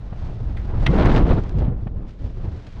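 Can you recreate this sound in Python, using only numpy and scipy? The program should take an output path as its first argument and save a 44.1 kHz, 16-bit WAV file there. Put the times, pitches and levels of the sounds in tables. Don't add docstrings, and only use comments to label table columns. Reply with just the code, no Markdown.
import sys
import numpy as np
from scipy import signal
from scipy.fft import rfft, irfft
from scipy.io import wavfile
from scipy.ndimage import uniform_filter1d, minimum_filter1d, map_coordinates

SR = 44100
rng = np.random.default_rng(int(sys.argv[2]) if len(sys.argv) > 2 else 0)


def output_pcm(signal):
    pcm = np.clip(np.atleast_2d(signal).T, -1, 1) * 32767
    wavfile.write(sys.argv[1], SR, np.round(pcm).astype(np.int16))


N = 123479


def undb(db):
    return 10 ** (np.asarray(db) / 20)


def unit(x):
    return x / np.sqrt(np.mean(x ** 2) + 1e-18)


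def colour(x, points):
    hz, db = np.array(points, float).T
    bin_hz = np.maximum(np.arange(N // 2 + 1) * SR / N, 1)
    gain = undb(np.interp(np.log(bin_hz), np.log(hz), db))
    return unit(irfft(rfft(x) * gain, N))


def noise(points):
    return colour(rng.standard_normal(N), points)


def walk(rate):
    values = rng.standard_normal(N // 8)
    return unit(map_coordinates(values, [np.arange(N) * rate / SR], order=3, mode="mirror"))


def gain_curve(rows, axis=1):
    rows = np.array(rows, float)
    return undb(np.interp(np.arange(N) / SR, rows[:, 0], rows[:, axis]))


def burst(at, rise, decay):
    t = np.arange(N) / SR - at
    return np.exp(np.minimum(t / rise, -t / decay))


def eddies(points, size):
    x = noise(points)
    power = uniform_filter1d(uniform_filter1d(x ** 2, size), size)
    return unit(x / np.sqrt(power + 1e-6))


# time in seconds, level in dB before RUSTLE_DB.
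RUSTLE_FLIGHT_LEVELS = [(0.02, -64), (0.264, -56.5), (0.36, -61.5), (0.55, -61), (0.6, -58), (0.74, -60.5),
                        (0.83, -51.5)]
# time in seconds, level in dB before RUSTLE_DB.
RUSTLE_OPENING_LEVELS = [(0.9, -51), (1.014, -45.5), (1.075, -49.5), (1.166, -39.5), (1.234, -58),
                         (1.308, -47.5), (1.41, -58), (1.46, -58), (1.57, -63), (1.595, -56.5), (1.72, -76),
                         (1.84, -65), (1.91, -72), (2.056, -69.5), (2.085, -56.5), (2.16, -67),
                         (2.26, -56.5), (2.32, -62.5), (2.44, -60), (2.78, -58)]
# frequency in Hz, relative strength in dB per Hz.
RUSTLE_SPECTRUM = [(500, -8), (1500, 4.5), (2600, -0.5), (3600, -2), (5000, -6.5), (6500, -12.5),
                   (8200, -22), (10500, -32.5), (14000, -51.5)]
RUSTLE_DB, RUSTLE_FLUTTER_DB = 1.5, 1.0
CREASE_PER_S, CREASE_SPREAD_DB = 12000, 2.0


def rustle(flutter):
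    happens = rng.random(N) < CREASE_PER_S / SR
    sizes = undb(CREASE_SPREAD_DB * rng.standard_normal(N))
    creases = happens * rng.standard_normal(N) * sizes
    level = gain_curve(list(RUSTLE_FLIGHT_LEVELS) + list(RUSTLE_OPENING_LEVELS))
    return colour(creases, RUSTLE_SPECTRUM) * level * undb(RUSTLE_DB + RUSTLE_FLUTTER_DB * flutter)


# time in seconds, level in dB, decay in seconds.
TICK_EVENTS = [(1.058, -28.5, 0.0018), (1.437, -44.5, 0.003), (1.4935, -41.5, 0.003), (1.585, -46, 0.012),
               (2.108, -50, 0.0016), (2.667, -45, 0.007)]
TICK_RISE_S = 0.0005


def ticks():
    envelope = sum(undb(db) * burst(at, TICK_RISE_S, decay) for at, db, decay in TICK_EVENTS)
    return eddies(RUSTLE_SPECTRUM, size=300) * envelope


# time in seconds, level in dB.
FLAP_EVENTS = [(0.127, -33), (1.083, -25), (1.266, -26), (1.322, -23), (1.62, -30), (1.665, -33),
               (1.871, -32)]
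# frequency in Hz, relative strength in dB per Hz.
FLAP_SPECTRUM = [(90, -8), (220, 8), (450, 0), (800, -2), (1500, -16), (3000, -25), (4500, -41),
                 (9000, -80)]
FLAP_RISE_S, FLAP_DECAY_S = 0.0018, 0.008


def flaps():
    envelope = sum(undb(db) * burst(at, FLAP_RISE_S, FLAP_DECAY_S) for at, db in FLAP_EVENTS)
    return eddies(FLAP_SPECTRUM, size=300) * envelope


# time in seconds, level in dB.
FLOGGING_LEVELS = [(0.88, -90), (0.93, -45), (1.02, -35.5), (1.17, -36), (1.24, -47.5), (1.31, -40.5),
                   (1.43, -64), (1.64, -51), (1.75, -87.5)]
# frequency in Hz, relative strength in dB per Hz.
FLOG_SPECTRUM = [(500, -12.5), (1400, 0.5), (3700, -8.5), (8000, -46.5)]
FLOG_PER_S, FLOG_JITTER = 85, 0.4
FLOG_SPREAD_DB, FLOG_DECAY_S = 2, 0.004


def flogging():
    gaps, sizes = rng.standard_normal((N // 100, 2)).T
    at = (np.cumsum(np.exp(FLOG_JITTER * gaps)) * SR / FLOG_PER_S).astype(int)
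    inside = at < N
    beats = np.bincount(at[inside], undb(FLOG_SPREAD_DB * sizes[inside]), N)
    beats = np.convolve(beats, np.hanning(int(FLAP_RISE_S * SR)), "same")
    envelope = unit(signal.lfilter([1], [1, -np.exp(-1 / (FLOG_DECAY_S * SR))], beats))
    return noise(FLOG_SPECTRUM) * envelope * gain_curve(FLOGGING_LEVELS)


# time in seconds, then levels in dB of the crack, the ring and the scuff after it.
SNAP_EVENTS = [(0.5705, -42.5, -55, -44.5), (0.8663, -17.5, -24.5, -38.5)]
# frequency in Hz, relative level in dB, seconds to fade by 60 dB.
HARDWARE_MODES = [(1400, -3, 0.08), (1930, -5, 0.07), (2080, 0, 0.095), (2510, -6, 0.056), (3100, -5, 0.06),
                  (5830, -20, 0.055)]
# frequency in Hz, relative strength in dB per Hz.
CRACK_SPECTRUM = [(300, -12), (1450, 1), (1950, 1), (2350, -3), (2900, 1), (3600, -2), (4600, -19),
                  (6000, -23), (7500, -38), (12000, -39)]
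# frequency in Hz, relative strength in dB per Hz.
SCUFF_SPECTRUM = [(900, -18), (1450, 0), (2050, 1), (2500, -13), (7000, -34)]
SNAP_RISE_S, SNAP_CONTACT_S, SCUFF_DECAY_S = 0.0022, 0.0028, 0.026
RATTLE_DB, RATTLE_S = -12, 0.01
RING_WAVER, WAVER_PER_S = 0.35, 250


def snaps():
    out = np.zeros(N)
    scuff = noise(SCUFF_SPECTRUM)
    for at, crack_db, ring_db, scuff_db in SNAP_EVENTS:
        t = np.maximum(np.arange(N) / SR - at, 0)
        ring = np.zeros(N)
        for hz, mode_db, t60 in HARDWARE_MODES:
            ring += undb(mode_db - 60 * t / t60) * np.sin(2 * np.pi * hz * t) * rng.choice([-1, 1])
        ring *= 1 + RING_WAVER * walk(WAVER_PER_S)
        contact = burst(at, SNAP_RISE_S, SNAP_CONTACT_S)
        rattle = undb(RATTLE_DB) * burst(at, SNAP_RISE_S, RATTLE_S)
        crack = eddies(CRACK_SPECTRUM, size=100) * (contact + rattle)
        out += undb(ring_db) * ring + undb(crack_db) * crack
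        out += undb(scuff_db) * scuff * burst(at, SNAP_RISE_S, SCUFF_DECAY_S)
    return out


# time in seconds, level in dB, frequency in Hz.
THUMP_EVENTS = [(0.125, -22.5, 148), (0.24, -18, 85), (0.299, -21, 111), (0.419, -18, 89),
                (0.47, -20, 54.4), (0.53, -19, 92), (0.65, -14.5, 49.6), (0.897, -9.5, 139),
                (1.242, -6.5, 56.4), (1.359, -12.5, 48.3), (1.554, -13.5, 146), (1.637, -17, 85),
                (1.684, -10.5, 160), (1.835, -19, 85), (1.868, -18.5, 150), (1.974, -17.5, 70),
                (2.254, -24, 60), (2.486, -16, 65)]
THUMP_CYCLES = 0.59


def thumps():
    out = np.zeros(N)
    for at, db, hz in THUMP_EVENTS:
        cycles = (np.arange(N) / SR - at) * hz
        swell = np.exp(-(cycles / THUMP_CYCLES) ** 2)
        out += undb(db) * swell * np.sin(2 * np.pi * (cycles + rng.random()))
    return out


# time in seconds, then levels in dB of big, small and finest eddies.
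WIND_FLIGHT_LEVELS = [(0.02, -31.5, -46.5, -54.5), (0.18, -29.5, -42.5, -51), (0.28, -26.5, -38, -46.5),
                      (0.35, -30.5, -39, -54.5), (0.6, -24.5, -39, -51.5), (0.675, -23.5, -38.5, -47.5),
                      (0.70, -25.5, -34, -44), (0.815, -17, -31, -42.5), (0.848, -19, -28.5, -37.5)]
# time in seconds, then levels in dB of big, small and finest eddies.
WIND_GUST_LEVELS = [(0.895, -14, -17, -43.5), (0.925, -21.5, -21, -35), (1.003, -15.5, -18, -24.5),
                    (1.17, -14, -17.5, -28), (1.225, -17, -18.5, -34), (1.243, -16.5, -24, -44),
                    (1.283, -26, -20, -34), (1.315, -8.5, -14.5, -24.5), (1.347, -14.5, -24.5, -39),
                    (1.385, -23, -20.5, -32)]
# time in seconds, then levels in dB of big, small and finest eddies.
WIND_OPENING_LEVELS = [(1.42, -23.5, -36.5, -55.5), (1.45, -25, -34, -40), (1.50, -29, -37.5, -52),
                       (1.56, -17.5, -30, -51), (1.62, -18, -24, -46), (1.69, -19.5, -31, -47),
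                       (1.77, -27, -39.5, -55.5), (1.92, -28.5, -40.5, -64), (1.99, -26.5, -36.5, -51.5),
                       (2.165, -39.5, -46, -70.5), (2.25, -22, -37, -57.5), (2.305, -35, -42.5, -63.5),
                       (2.35, -28.5, -42.5, -59), (2.46, -25.5, -33.5, -45), (2.55, -29.5, -39.5, -55.5),
                       (2.645, -41, -49, -57.5), (2.675, -39, -39.5, -52), (2.715, -38, -50, -74),
                       (2.77, -31, -42.5, -50.5)]
# frequency in Hz, relative strength in dB per Hz.
RUMBLE_SPECTRUM = [(10, -15.5), (22, 3.5), (55, -1.5), (85, -6), (115, -4.5), (160, -22), (300, -39.5),
                   (600, -93)]
# frequency in Hz, relative strength in dB per Hz.
BUFFET_SPECTRUM = [(70, -17), (120, -0.5), (170, 1.5), (260, -6), (370, -9), (600, -17), (850, -24.5),
                   (1400, -34.5), (3000, -87.5)]
# frequency in Hz, relative strength in dB per Hz.
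TEAR_SPECTRUM = [(200, -30.5), (450, 2), (750, 4.5), (1050, -1), (1500, -6.5), (2300, -15), (3100, -20.5),
                 (4400, -27.5), (6300, -48.5), (11000, -81)]
RUMBLE_DB, BUFFET_DB, TEAR_DB = 1, 0.5, 0.5
RUMBLE_FLUTTER_DB, BUFFET_FLUTTER_DB, TEAR_FLUTTER_DB = 1.5, 1.1, 1.1
BURST_PER_S, BURST_DB = 690, 1.5


def wind(flutter):
    flow = list(WIND_FLIGHT_LEVELS) + list(WIND_GUST_LEVELS) + list(WIND_OPENING_LEVELS)
    rumble = eddies(RUMBLE_SPECTRUM, size=1300) * unit(undb(RUMBLE_FLUTTER_DB * flutter))
    buffet = eddies(BUFFET_SPECTRUM, size=700) * unit(undb(BUFFET_FLUTTER_DB * flutter))
    slope = unit(np.gradient(buffet))
    bursts = unit(walk(BURST_PER_S) + 4.6 * np.tanh(slope))
    tear = noise(TEAR_SPECTRUM) * unit(undb(TEAR_FLUTTER_DB * flutter + BURST_DB * bursts))
    out = rumble * gain_curve(flow, axis=1) * undb(RUMBLE_DB)
    out += buffet * gain_curve(flow, axis=2) * undb(BUFFET_DB)
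    out += tear * gain_curve(flow, axis=3) * undb(TEAR_DB)
    return out


FLUTTER_PER_S = 95


def scene():
    flutter = walk(FLUTTER_PER_S)
    cloth = rustle(flutter) + ticks() + flaps() + flogging()
    return (cloth + snaps() + thumps() + wind(flutter))[None]


TOP_HZ = 11800


def record(dry):
    need = np.minimum(1, .68 / (np.abs(dry) + 1e-9))
    gain = uniform_filter1d(minimum_filter1d(need, size=400), size=400)
    top_cut = signal.ellip(8, .2, 70, TOP_HZ, fs=SR, output="sos")
    return signal.sosfilt(top_cut, dry * gain)


dry = scene()
out = record(dry)
output_pcm(out)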